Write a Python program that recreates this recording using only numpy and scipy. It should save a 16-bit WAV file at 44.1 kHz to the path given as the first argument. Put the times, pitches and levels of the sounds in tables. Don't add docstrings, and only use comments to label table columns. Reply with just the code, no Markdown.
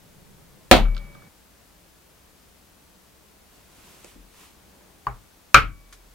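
import sys
import numpy as np
from scipy import signal
from scipy.fft import rfft, irfft, next_fast_len
from scipy.io import wavfile

SR = 44100
rng = np.random.default_rng(int(sys.argv[2]) if len(sys.argv) > 2 else 0)


def generate_wav(signal):
    frames = np.transpose(np.atleast_2d(signal))
    scaled = np.clip(frames, -1, 1) * 32767
    pcm = np.round(scaled).astype(np.int16)
    wavfile.write(sys.argv[1], SR, pcm)


N = 270774
TIME = np.arange(N) / SR

# start in seconds, crack gain
# in dB, crack t60 in seconds, snap gain in dB, room gain in dB, left over right in dB.
STAMP_BLOW, SETTING_TAP, IRON_BLOW = [(0.7122, 4, .04, 9.5, -3, -0.36),
                                      (5.0684, -21.5, 0.022, -40, -30, -0.5),
                                      (5.5440, 2.5, 0.031, 4.5, -4.5, 3.5)]
# frequency in Hz, L/R correlation.
ROOM_CORRELATION = [(50, .6), (130, .15), (300, .25), (600, 0.49), (1500, 0.55), (4000, 0.39), (10000, .1)]
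AIR_CORRELATION = [(50, 0.97), (150, .45), (600, .22), (3000, .33), (14000, .42)]


def stamping(rebound_s=0.041, rebound_db=-16, linger_db=-42, linger_t60_s=2.1, drone_db=-56, stop_s=1.29):
    # frequency in Hz, level in dB, t60 in seconds.
    modes = [(105, -25.5, .38), (124, -21.5, 0.66), (148, -33.5, 0.77), (192, -37, 1.2), (217, -10, 0.29),
             (253.4, -8, .18), (336, -10, .18), (400, -12.5, 0.12), (493, -11.5, 0.13), (553, -10, 0.16),
             (570, -48.5, 2.4), (736.5, -6, .17), (988.5, -14, .13), (1190, -47.5, 1.2), (1300, -19.5, .24),
             (2070, -17, .13), (2280, -38.5, 1.6), (2220, -46.5, 1.5), (3360, -19, .1), (3810, -18.5, 0.16),
             (12720, -41, .75), (556, 5.5, 0.019), (2495, 7, .012)]
    # frequency in Hz, relative density in dB.
    clatter = [(90, -7), (170, -6.5), (260, -2), (400, -5), (650, -1), (900, -4.5), (1300, -8), (1700, -11),
               (2400, -10.5), (4100, -10.5), (5200, -21), (9000, -28.5), (15500, -33.5)]
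    linger = [(50, -18.5), (120, -2), (190, 1), (250, -13), (600, -14.5), (1300, -18), (2500, -25),
              (6000, -44)]
    drone = [(30, -3.5), (80, -10), (130, 2), (190, 4), (250, -15), (400, -9.5), (800, -19), (3000, -33.5)]
    start_s = STAMP_BLOW[0]
    out = mallet_blow(STAMP_BLOW, modes, clatter)
    add(out, start_s + rebound_s, from_db(rebound_db) * reverb(clatter))
    add(out, start_s, from_db(linger_db) * noise(linger, ROOM_CORRELATION) * decay(linger_t60_s))
    add(out, 0, from_db(drone_db) * noise(drone, AIR_CORRELATION, size=2 * SR))
    gate = np.clip((stop_s - TIME) / 0.0078, 0, 1)
    return out * gate


def pricking(tremble_db=-51):
    # frequency in Hz, level in dB, t60 in seconds.
    tap_modes = [(125, -35, 0.37), (404, -43.5, 0.25), (810, -30, 0.14), (1032, -18.5, 0.043),
                 (1178, -15, 0.056), (1475, -34, 0.11), (1880, -40, 0.059), (2910, -44, 0.057),
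                 (4620, -41.5, 0.031)]
    iron_modes = [(104, -15, 0.16), (124.5, -17.5, 0.25), (302, -34.5, 0.5), (553, -15, 0.11),
                  (1130, -48, 0.94), (1176.4, -2, 0.088), (1296, -3, 0.17), (1362, -2, 0.089),
                  (1396, -3.5, 0.11), (1584, -5, 0.09), (2074, -24, 0.2), (2188, -16.5, 0.2),
                  (2282, -45, 1), (2346, -17, .14), (2410, -17, 0.13), (3120, -21, 0.15),
                  (3830, -19.5, 0.089), (1416, 5, 0.011), (2497, 11, 0.011)]
    # frequency in Hz, relative density in dB.
    tap_clatter = [(60, -12), (110, -5), (200, -11.5), (310, -25.5), (400, -14), (620, -11.5), (850, -2),
                   (1150, -1), (1450, -10), (2300, -19.5), (3000, -32), (9000, -45)]
    iron_clatter = [(90, -11), (230, -15.5), (330, -17), (600, -16), (950, -16), (1270, 1.5), (1500, -2.5),
                    (1850, -13.5), (2400, -6.5), (3200, -16.5), (5000, -23.5), (9500, -38.5), (12700, -35),
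                    (15500, -46)]
    out = mallet_blow(SETTING_TAP, tap_modes, tap_clatter)
    out += mallet_blow(IRON_BLOW, iron_modes, iron_clatter)
    add(out, IRON_BLOW[0], from_db(tremble_db) * swing(hz=40, rise_s=0.38, swell=1.5))
    return out


def mallet_blow(stroke, modes, clatter, contact_s=0.00011, snap_t60_s=0.0078):
    start_s, crack_db, crack_t60_s, snap_db, room_db, left_db = stroke
    crack = from_db(crack_db) * noise(clatter, correlation=[(100, 1), (10000, 0.43)]) * decay(crack_t60_s)
    bright = bandpass(rng.standard_normal(SR), edges_hz=[2000, 7000], order=1)
    snap = from_db(snap_db) * bright * decay(snap_t60_s)
    direct = (ringing(modes) + crack + snap) * attack(contact_s)
    out = np.zeros((2, N))
    add(out, start_s, direct * pan(left_db) + from_db(room_db) * reverb(clatter))
    return out


def ringing(modes, skew_rad=0.41):
    out = 0
    for k, (hz, db, t60_s) in enumerate(modes):
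        sign = (-1) ** k
        phase = 2 * np.pi * hz * TIME[:SR] + sign * skew_rad * np.array([[1], [-1]])
        out += sign * from_db(db) * decay(t60_s) * np.sin(phase)
    return out


def bench(sway_delay_s=0.061, sway_pitch_ratio=0.78):
    # start in seconds, bounce in Hz, bounce level in dB, sway level in dB, sway rise in seconds.
    jolts = [(0.711, 46.5, -14.5, -11, 0.071), (4.069, 54.2, -57, -47.5, 0.065),
             (5.07, 52.7, -34, -39, 0.02), (5.545, 53.2, -21.5, -25.5, 0.047)]
    out = np.zeros((2, N))
    for start_s, hz, bounce_db, sway_db, sway_rise_s in jolts:
        bounce = swing(hz, rise_s=0.031, swell=2.4)
        sway = swing(hz * sway_pitch_ratio, sway_rise_s, swell=1.9)
        add(out, start_s, from_db(bounce_db) * bounce)
        add(out, start_s + sway_delay_s, from_db(sway_db) * sway)
    return out * pan(left_db=5)


def swing(hz, rise_s, swell):
    t = TIME[:SR]
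    envelope = (t / rise_s * np.exp(1 - t / rise_s)) ** swell
    return -envelope * np.sin(2 * np.pi * hz * t)


def handling():
    # start in seconds, knock in dB, click in dB.
    stamp_touches = [(0.854, -31, -56), (0.882, -41, -63), (0.948, -54, -39.5), (0.966, -34, -32.5),
                     (0.978, -51, -34.5), (1.149, -42, -51.5), (1.22, -43, -56.5)]
    # start in seconds, thud in dB, thud centre in Hz,
    # thud t60 in seconds, scuff in dB, scuff t60 in seconds.
    bumps = [(4.045, -41, 420, 0.076, -38.5, 0.017), (4.154, -47.5, 235, 0.27, -72, .1),
             (5.926, -47.5, 1190, 0.063, -43.5, .12)]
    out = np.zeros((2, N))
    for start_s, knock_db, click_db in stamp_touches:
        knock = from_db(knock_db) * touch(hz=1330, half_width_oct=0.19, t60_s=0.041)
        click = from_db(click_db) * touch(hz=3700, half_width_oct=0.35, t60_s=0.017)
        add(out, start_s, knock + click)
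    for start_s, thud_db, thud_hz, thud_t60_s, scuff_db, scuff_t60_s in bumps:
        thud = from_db(thud_db) * touch(hz=thud_hz, half_width_oct=0.45, t60_s=thud_t60_s)
        scuff = from_db(scuff_db) * touch(hz=3500, half_width_oct=1.4, t60_s=scuff_t60_s)
        add(out, start_s, thud + scuff)
    return out


def touch(hz, half_width_oct, t60_s, room_db=-21, room_t60_s=0.22, stereo_width=0.55):
    edges_hz = [hz / 2 ** half_width_oct, hz * 2 ** half_width_oct]
    mid, side = bandpass(rng.standard_normal((2, SR)), edges_hz, order=2)
    burst = mid + stereo_width * side * [[1], [-1]]
    burst /= np.sqrt(np.mean(burst ** 2))
    return burst * np.hypot(decay(t60_s), from_db(room_db) * decay(room_t60_s))


def arm(taper=1.18):
    # fastest moment in seconds, nominal half-length in seconds, swish in dB, sleeve in dB.
    moves = [(3.561, .055, -61, -62), (3.898, 0.15, -54, -60.5), (4.082, 0.049, -54, -70),
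             (4.421, .06, -52, -74), (4.78, 0.22, -69, -60)]
    # frequency in Hz, relative density in dB.
    swish_spectrum = [(150, -7), (400, -5.5), (650, -12.5), (1000, -3.5), (1700, -8.5), (2500, -5.5),
                      (5000, -11), (8000, -10), (15500, -16.5)]
    sleeve_spectrum = [(50, -12.5), (120, -0.5), (320, -3), (800, -7), (1500, -15.5), (5000, -30)]
    swish_gain, sleeve_gain = 0, 0
    for peak_s, half_s, swish_db, sleeve_db in moves:
        speed = 1 / np.cosh(np.clip(taper * (TIME - peak_s) / half_s, -20, 20))
        swish_gain = np.hypot(swish_gain, from_db(swish_db) * speed)
        sleeve_gain = np.hypot(sleeve_gain, from_db(sleeve_db) * speed)
    correlation = [(300, 0.6), (10000, 0.44)]
    swish = swish_gain * noise(swish_spectrum, correlation, size=N)
    sleeve = sleeve_gain * noise(sleeve_spectrum, correlation, size=N)
    return swish + sleeve


def reverb(clatter, build_s=0.01):
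    # frequency in Hz, t60 in seconds.
    band_decays = [(100, 0.45), (300, .25), (1000, .205), (2500, 0.21), (5000, 0.17), (14000, 0.16)]
    centres_hz, t60s = np.transpose(band_decays)
    spectrum = rfft(noise(clatter, ROOM_CORRELATION))
    hz = np.maximum(np.fft.rfftfreq(SR, 1 / SR), 1)
    bands = [np.interp(np.log(hz), np.log(centres_hz), row) for row in np.eye(len(centres_hz))]
    tail = sum(irfft(spectrum * band, SR) * decay(t60_s) for band, t60_s in zip(bands, t60s))
    return tail * attack(build_s)


def room_tone(air_db=-56.29):
    # frequency in Hz, relative density in dB.
    air_spectrum = [(12, -37.5), (20, -6.5), (32, -7), (64, 0.5), (115, -10), (190, -5), (225, -10.5),
                    (323, -9), (361, -12.5), (415, -11.5), (766, -14.5), (930, -15.5), (2270, -20),
                    (15500, -25)]
    # frequency in Hz, rms level in dB.
    hum_tones = [(59, -71.5), (188, -76)]
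    hum = 0
    for hz, db in hum_tones:
        hum += from_db(db) * np.sqrt(2) * np.sin(2 * np.pi * (hz * TIME + rng.random()))
    air = from_db(air_db) * noise(air_spectrum, AIR_CORRELATION, size=N)
    return air * pan(left_db=2) + hum


def noise(spectrum, correlation, size=SR):
    fft_size = next_fast_len(size, True)
    hz = np.maximum(np.fft.rfftfreq(fft_size, 1 / SR), 1)
    alike = at_hz(correlation, hz)
    width = np.sqrt((1 - alike) / (1 + alike))
    mid, side = rfft(rng.standard_normal((2, fft_size))) * from_db(at_hz(spectrum, hz))
    mid, side = irfft([mid, side * width], fft_size)[:, :size]
    return np.array([mid + side, mid - side]) / mid.std()


def at_hz(table, hz):
    points_hz, values = np.transpose(table)
    return np.interp(np.log(hz), np.log(points_hz), values)


def bandpass(x, edges_hz, order):
    return signal.sosfilt(signal.butter(order, edges_hz, "band", fs=SR, output="sos"), x)


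def attack(tau_s):
    return 1 - np.exp(-TIME[:SR] / tau_s)


def decay(t60_s):
    return np.exp(-np.minimum(np.log(1000) * TIME[:SR] / t60_s, 20))


def from_db(db):
    return 10 ** (np.asarray(db) / 20)


def pan(left_db):
    return from_db(np.array([[left_db], [-left_db]]) / 2)


def add(out, start_s, sound):
    start = round(start_s * SR)
    out[:, start:start + sound.shape[-1]] += sound[..., :N - start]


def scene():
    left, right = stamping() + pricking() + bench() + handling() + arm()
    return np.array([left, np.append(0, right[:-1])]) + room_tone()


def record(dry, threshold_db=-3, duck_db_per_db=0.16, release_db_per_s=9, smooth_s=0.06, cutoff_hz=15800):
    peak_db = 20 * np.log10(np.abs(dry).max(axis=0) + 1e-9)
    duck_db = duck_db_per_db * np.maximum(peak_db - threshold_db, 0)
    release_db = release_db_per_s * TIME
    held_db = np.maximum.accumulate(duck_db + release_db) - release_db
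    pole = np.exp(-1 / (smooth_s * SR))
    gain = from_db(-signal.lfilter([1 - pole], [1, -pole], held_db))
    lowpass = signal.ellip(10, 0.1, 70, cutoff_hz, fs=SR, output="sos")
    return signal.sosfilt(lowpass, np.clip(dry * gain, -1, 1))


dry = scene()
out = record(dry)
generate_wav(out)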